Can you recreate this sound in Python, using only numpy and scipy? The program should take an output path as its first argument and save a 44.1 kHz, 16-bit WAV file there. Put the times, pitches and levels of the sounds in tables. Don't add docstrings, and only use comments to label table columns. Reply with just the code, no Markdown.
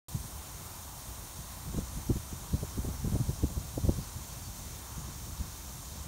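import sys
import numpy as np
from scipy import signal
from scipy.fft import rfft, irfft, next_fast_len
from scipy.io import wavfile
from scipy.ndimage import uniform_filter1d

SR = 44100
rng = np.random.default_rng(int(sys.argv[2]) if len(sys.argv) > 2 else 0)


def materialize(psi):
    bounded = np.clip(np.atleast_2d(psi).T, -1, 1)
    quanta = np.round(bounded * 32767).astype(np.int16)
    wavfile.write(sys.argv[1], SR, quanta)


N = 267687

# centre_s, level_db, corner_hz
PORT_EDDIES = [(0.155, -33.5, 148), (0.244, -47.5, 220), (.357, -44, 110), (1.087, -49, 120),
               (1.392, -48.5, 130), (1.69, -38.5, 190), (1.744, -34, 282), (1.786, -27, 250),
               (1.974, -36, 169), (2.106, -22.5, 246), (2.164, -31.5, 210), (2.331, -36.5, 249),
               (2.545, -22.5, 164), (2.634, -30, 430), (2.784, -30.5, 192), (2.851, -32, 400),
               (2.885, -34, 280), (3.051, -31, 227), (3.078, -31, 234), (3.131, -28, 220), (3.16, -26, 280),
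               (3.207, -28.5, 267), (3.296, -30.5, 270), (3.44, -22, 276), (3.574, -33, 236),
               (3.78, -28, 434), (3.849, -27, 139), (3.894, -19, 370), (3.988, -28.5, 167),
               (4.171, -39.5, 188), (4.98, -39.5, 230), (5.083, -42, 232), (5.291, -41, 192),
               (5.413, -36, 161)]
REF_CORNER_HZ = 243


def mister(droplets_per_s=500, droplet_db=-13, gain_db=1.77, sizzle_start_db=2, fade_db_per_s=0.41):
    # freq_hz, gain_db
    jet_spectrum = [(900, -15.5), (1700, -10.5), (2400, -12.5), (3000, -6), (4000, -5), (5000, -4.5),
                    (5500, -1), (6400, 1), (7050, -0.5), (7600, -4.5), (8400, -2.5), (9600, -3),
                    (10300, -7.5), (12800, -5.5), (15700, -6)]
    # centre_hz, width_hz, gain_db
    resonances = [(2940, 98, -9.5), (3080, 140, 1.5), (3365, 69, -10.5), (3630, 330, 1.5), (4150, 150, 5.5),
                  (4200, 150, -5.5), (5030, 250, -4), (5830, 150, 0.3), (5930, 90, -7.5), (6080, 240, 1.5),
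                  (6550, 90, 0.5), (7220, 79, 5.5), (7930, 23, -7), (8400, 130, -2), (8490, 120, 3.5),
                  (10500, 220, -2.5), (11860, 300, 2), (14000, 300, -5)]
    # time_s, relative_db
    aim = [(0.1, -47), (0.3, -49), (5.78, -48.5), (6.05, -49)]
    peaks_db = sum(db * 2 ** -((2 * (bins() - hz) / width_hz) ** 2) for hz, width_hz, db in resonances)
    gain = colour(jet_spectrum) * undb(peaks_db)
    jet = flickering_noise(gain, 2500, 15000, flicker_db=.65, rate_hz=22, count=10)
    droplets = (rng.random(N) < droplets_per_s / SR) * rng.standard_normal(N)
    ticks = irfft(rfft(droplets) * gain, N)
    hiss = level(jet, 0) + level(ticks, droplet_db)
    beam = np.interp(bins(), [4000, 6000, 7200, 8500, 10000, 12000], [0, -.5, -.3, 1, .8, .6])
    sizzle_db = sizzle_start_db - fade_db_per_s * np.arange(N) / SR
    hiss += irfft(rfft(hiss) * beam, N) * (undb(sizzle_db) - 1)
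    aim_db, = curves(aim)
    sputter_db = .3 * walk(60)
    return level(hiss, gain_db) * undb(aim_db + sputter_db)


def breeze(rumble_gain_db=0.5, whirl_gain_db=-13, ripple_gain_db=-50, ref_wind_db=-35):
    # freq_hz, gain_db
    rumble_spectrum = [(15, -61), (25, -22), (45, -0.5), (65, 3), (100, -3.5), (160, -10), (250, -21),
                       (400, -35.5), (800, -65.5)]
    # freq_hz, gain_db
    ripple_spectrum = [(110, -10), (190, 0), (330, -9.5), (520, -10), (750, -16.5), (1200, -42)]
    whirl_spectrum = [(60, 3), (140, 13.5), (200, 0), (320, -22), (1000, -56)]
    wind_db = wind_strength_db()
    rumble = noise(colour(rumble_spectrum))
    rumble /= np.sqrt(uniform_filter1d(rumble ** 2, size=4000))
    whirls = level(noise(colour(whirl_spectrum)), whirl_gain_db)
    whirl_db = wind_db.mean() + 1.7 * (wind_db - wind_db.mean()) + 3 * walk(35)
    ripple_db = 1.29 * (wind_db - ref_wind_db) + 4 * walk(70)
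    ripple = level(noise(colour(ripple_spectrum)), ripple_gain_db)
    return rumble * undb(wind_db + rumble_gain_db) + whirls * undb(whirl_db) + ripple * undb(ripple_db)


def wind_strength_db(gain_db=1, waver_db=1.5, rise_s=0.01, fall_s=0.018):
    # time_s, relative_db
    trend = [(0.25, -47.5), (0.39, -51.5), (1.22, -48.5), (1.93, -47), (2.61, -50), (2.74, -45),
             (2.82, -43), (3.25, -41.5), (3.61, -44.5), (3.9, -47), (4.55, -48), (5.32, -44.5),
             (5.82, -49.5), (6.05, -42.5)]
    ref_wake_db, ref_eddy_db = -35.5, -30
    t = np.arange(N) / SR
    trend_db, = curves(trend)
    power = undb(trend_db + gain_db + waver_db * walk(16)) ** 2
    for centre_s, level_db, corner_hz in PORT_EDDIES:
        wake_db = ref_wake_db + 0.62 * (level_db - ref_eddy_db) - 2.5 * np.log2(corner_hz / REF_CORNER_HZ)
        envelope = np.exp(-np.maximum((centre_s - t) / rise_s, (t - centre_s) / fall_s))
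        power += undb(wake_db) ** 2 * envelope
    return 10 * np.log10(power)


def eddies(port_hz=50, ref_length_s=.012, size=8192):
    out = np.zeros(N + size)
    t = (np.arange(size) - size // 2) / SR
    hz = np.maximum(np.fft.rfftfreq(size, 1 / SR), 1)
    port = 1 / np.sqrt((1 + (port_hz / hz) ** 8) * (1 + (hz / 210) ** 0.93))
    for centre_s, level_db, corner_hz in PORT_EDDIES:
        length_s = ref_length_s * (REF_CORNER_HZ / corner_hz) ** 0.8
        spectrum = port / np.sqrt(1 + (hz / corner_hz) ** 6.06)
        bump = np.zeros(size)
        for octave_hz in 50 * 2. ** np.arange(5):
            band = spectrum * np.sqrt(np.maximum(1 - abs(np.log2(hz / octave_hz)), 0))
            span_s = length_s * (corner_hz / octave_hz) ** 0.24
            phase = 2 * np.pi * rng.random(len(hz))
            swirl = irfft(band * np.exp(1j * phase)) * np.exp(-2 * (t / span_s) ** 2)
            bump += level(swirl, 0) * np.sqrt(np.sum(band ** 2))
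        start = int(centre_s * SR) - size // 2
        out[start:start + size] += bump * undb(level_db) * np.sqrt(length_s * SR / np.sum(bump ** 2))
    return out[:N]


def road(start_db=-52.5, fade_db_per_s=0.1):
    # freq_hz, gain_db
    tyre_spectrum = [(120, -5), (300, -1), (450, -8), (700, -3), (1020, -0.5), (1350, -6.5), (1800, -12.5),
                     (2400, -13.5), (4000, -32)]
    roar = flickering_noise(colour(tyre_spectrum), 228, 1960, flicker_db=1.18, rate_hz=8, count=5)
    return level(roar, start_db) * undb(-fade_db_per_s * np.arange(N) / SR)


def bird():
    # start_s, length_s, start_hz, end_hz, level_db
    calls = [(4.0, .045, 4830, 4720, -63), (4.293, .045, 4430, 4590, -62), (4.425, .065, 4620, 4440, -60.5)]
    out = np.zeros(N)
    for start_s, length_s, start_hz, end_hz, level_db in calls:
        n, start = int(length_s * SR), int(start_s * SR)
        phase = 2 * np.pi * np.cumsum(np.linspace(start_hz, end_hz, n)) / SR
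        out[start:start + n] += level(np.sin(phase) * signal.windows.tukey(n), level_db)
    return out


def undb(db):
    return 10 ** (np.asarray(db) / 20)


def level(x, rms_db):
    return x * undb(rms_db) / np.sqrt(np.mean(x ** 2))


def curves(table):
    time_s, *columns = np.transpose(table)
    return [np.interp(np.arange(N) / SR, time_s, column) for column in columns]


def bins():
    return np.maximum(np.fft.rfftfreq(N, 1 / SR), 1)


def colour(points):
    freq_hz, gain_db = np.transpose(points)
    return undb(np.interp(np.log(bins()), np.log(freq_hz), gain_db))


def noise(gain):
    size = next_fast_len(N)
    gain = np.interp(np.fft.rfftfreq(size, 1 / SR), bins(), gain)
    return irfft(rfft(rng.standard_normal(size)) * gain, size)[:N]


def walk(rate_hz):
    steps = rng.standard_normal(1024)
    held = steps[(np.arange(N) * rate_hz / SR).astype(int) % len(steps)]
    width = int(SR / rate_hz)
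    return level(uniform_filter1d(uniform_filter1d(held, width), width), 0)


def flickering_noise(gain, lo_hz, hi_hz, flicker_db, rate_hz, count):
    band_index = np.interp(np.log(bins()), np.log([lo_hz, hi_hz]), [0, count - 1])
    bands = (np.sqrt(np.maximum(1 - abs(band_index - k), 0)) for k in range(count))
    return sum(noise(gain * band) * undb(flicker_db * walk(rate_hz)) for band in bands)


def scene():
    mono = mister() + road() + bird() + breeze() + eddies()
    return np.array([mono, mono])


def record(dry, start_s=.084, cutoff_hz=15700):
    live = np.arange(N) / SR >= start_s
    lowpass = signal.ellip(12, .1, 70, cutoff_hz, fs=SR, output="sos")
    return signal.sosfilt(lowpass, dry * live)


dry = scene()
out = record(dry)
materialize(out)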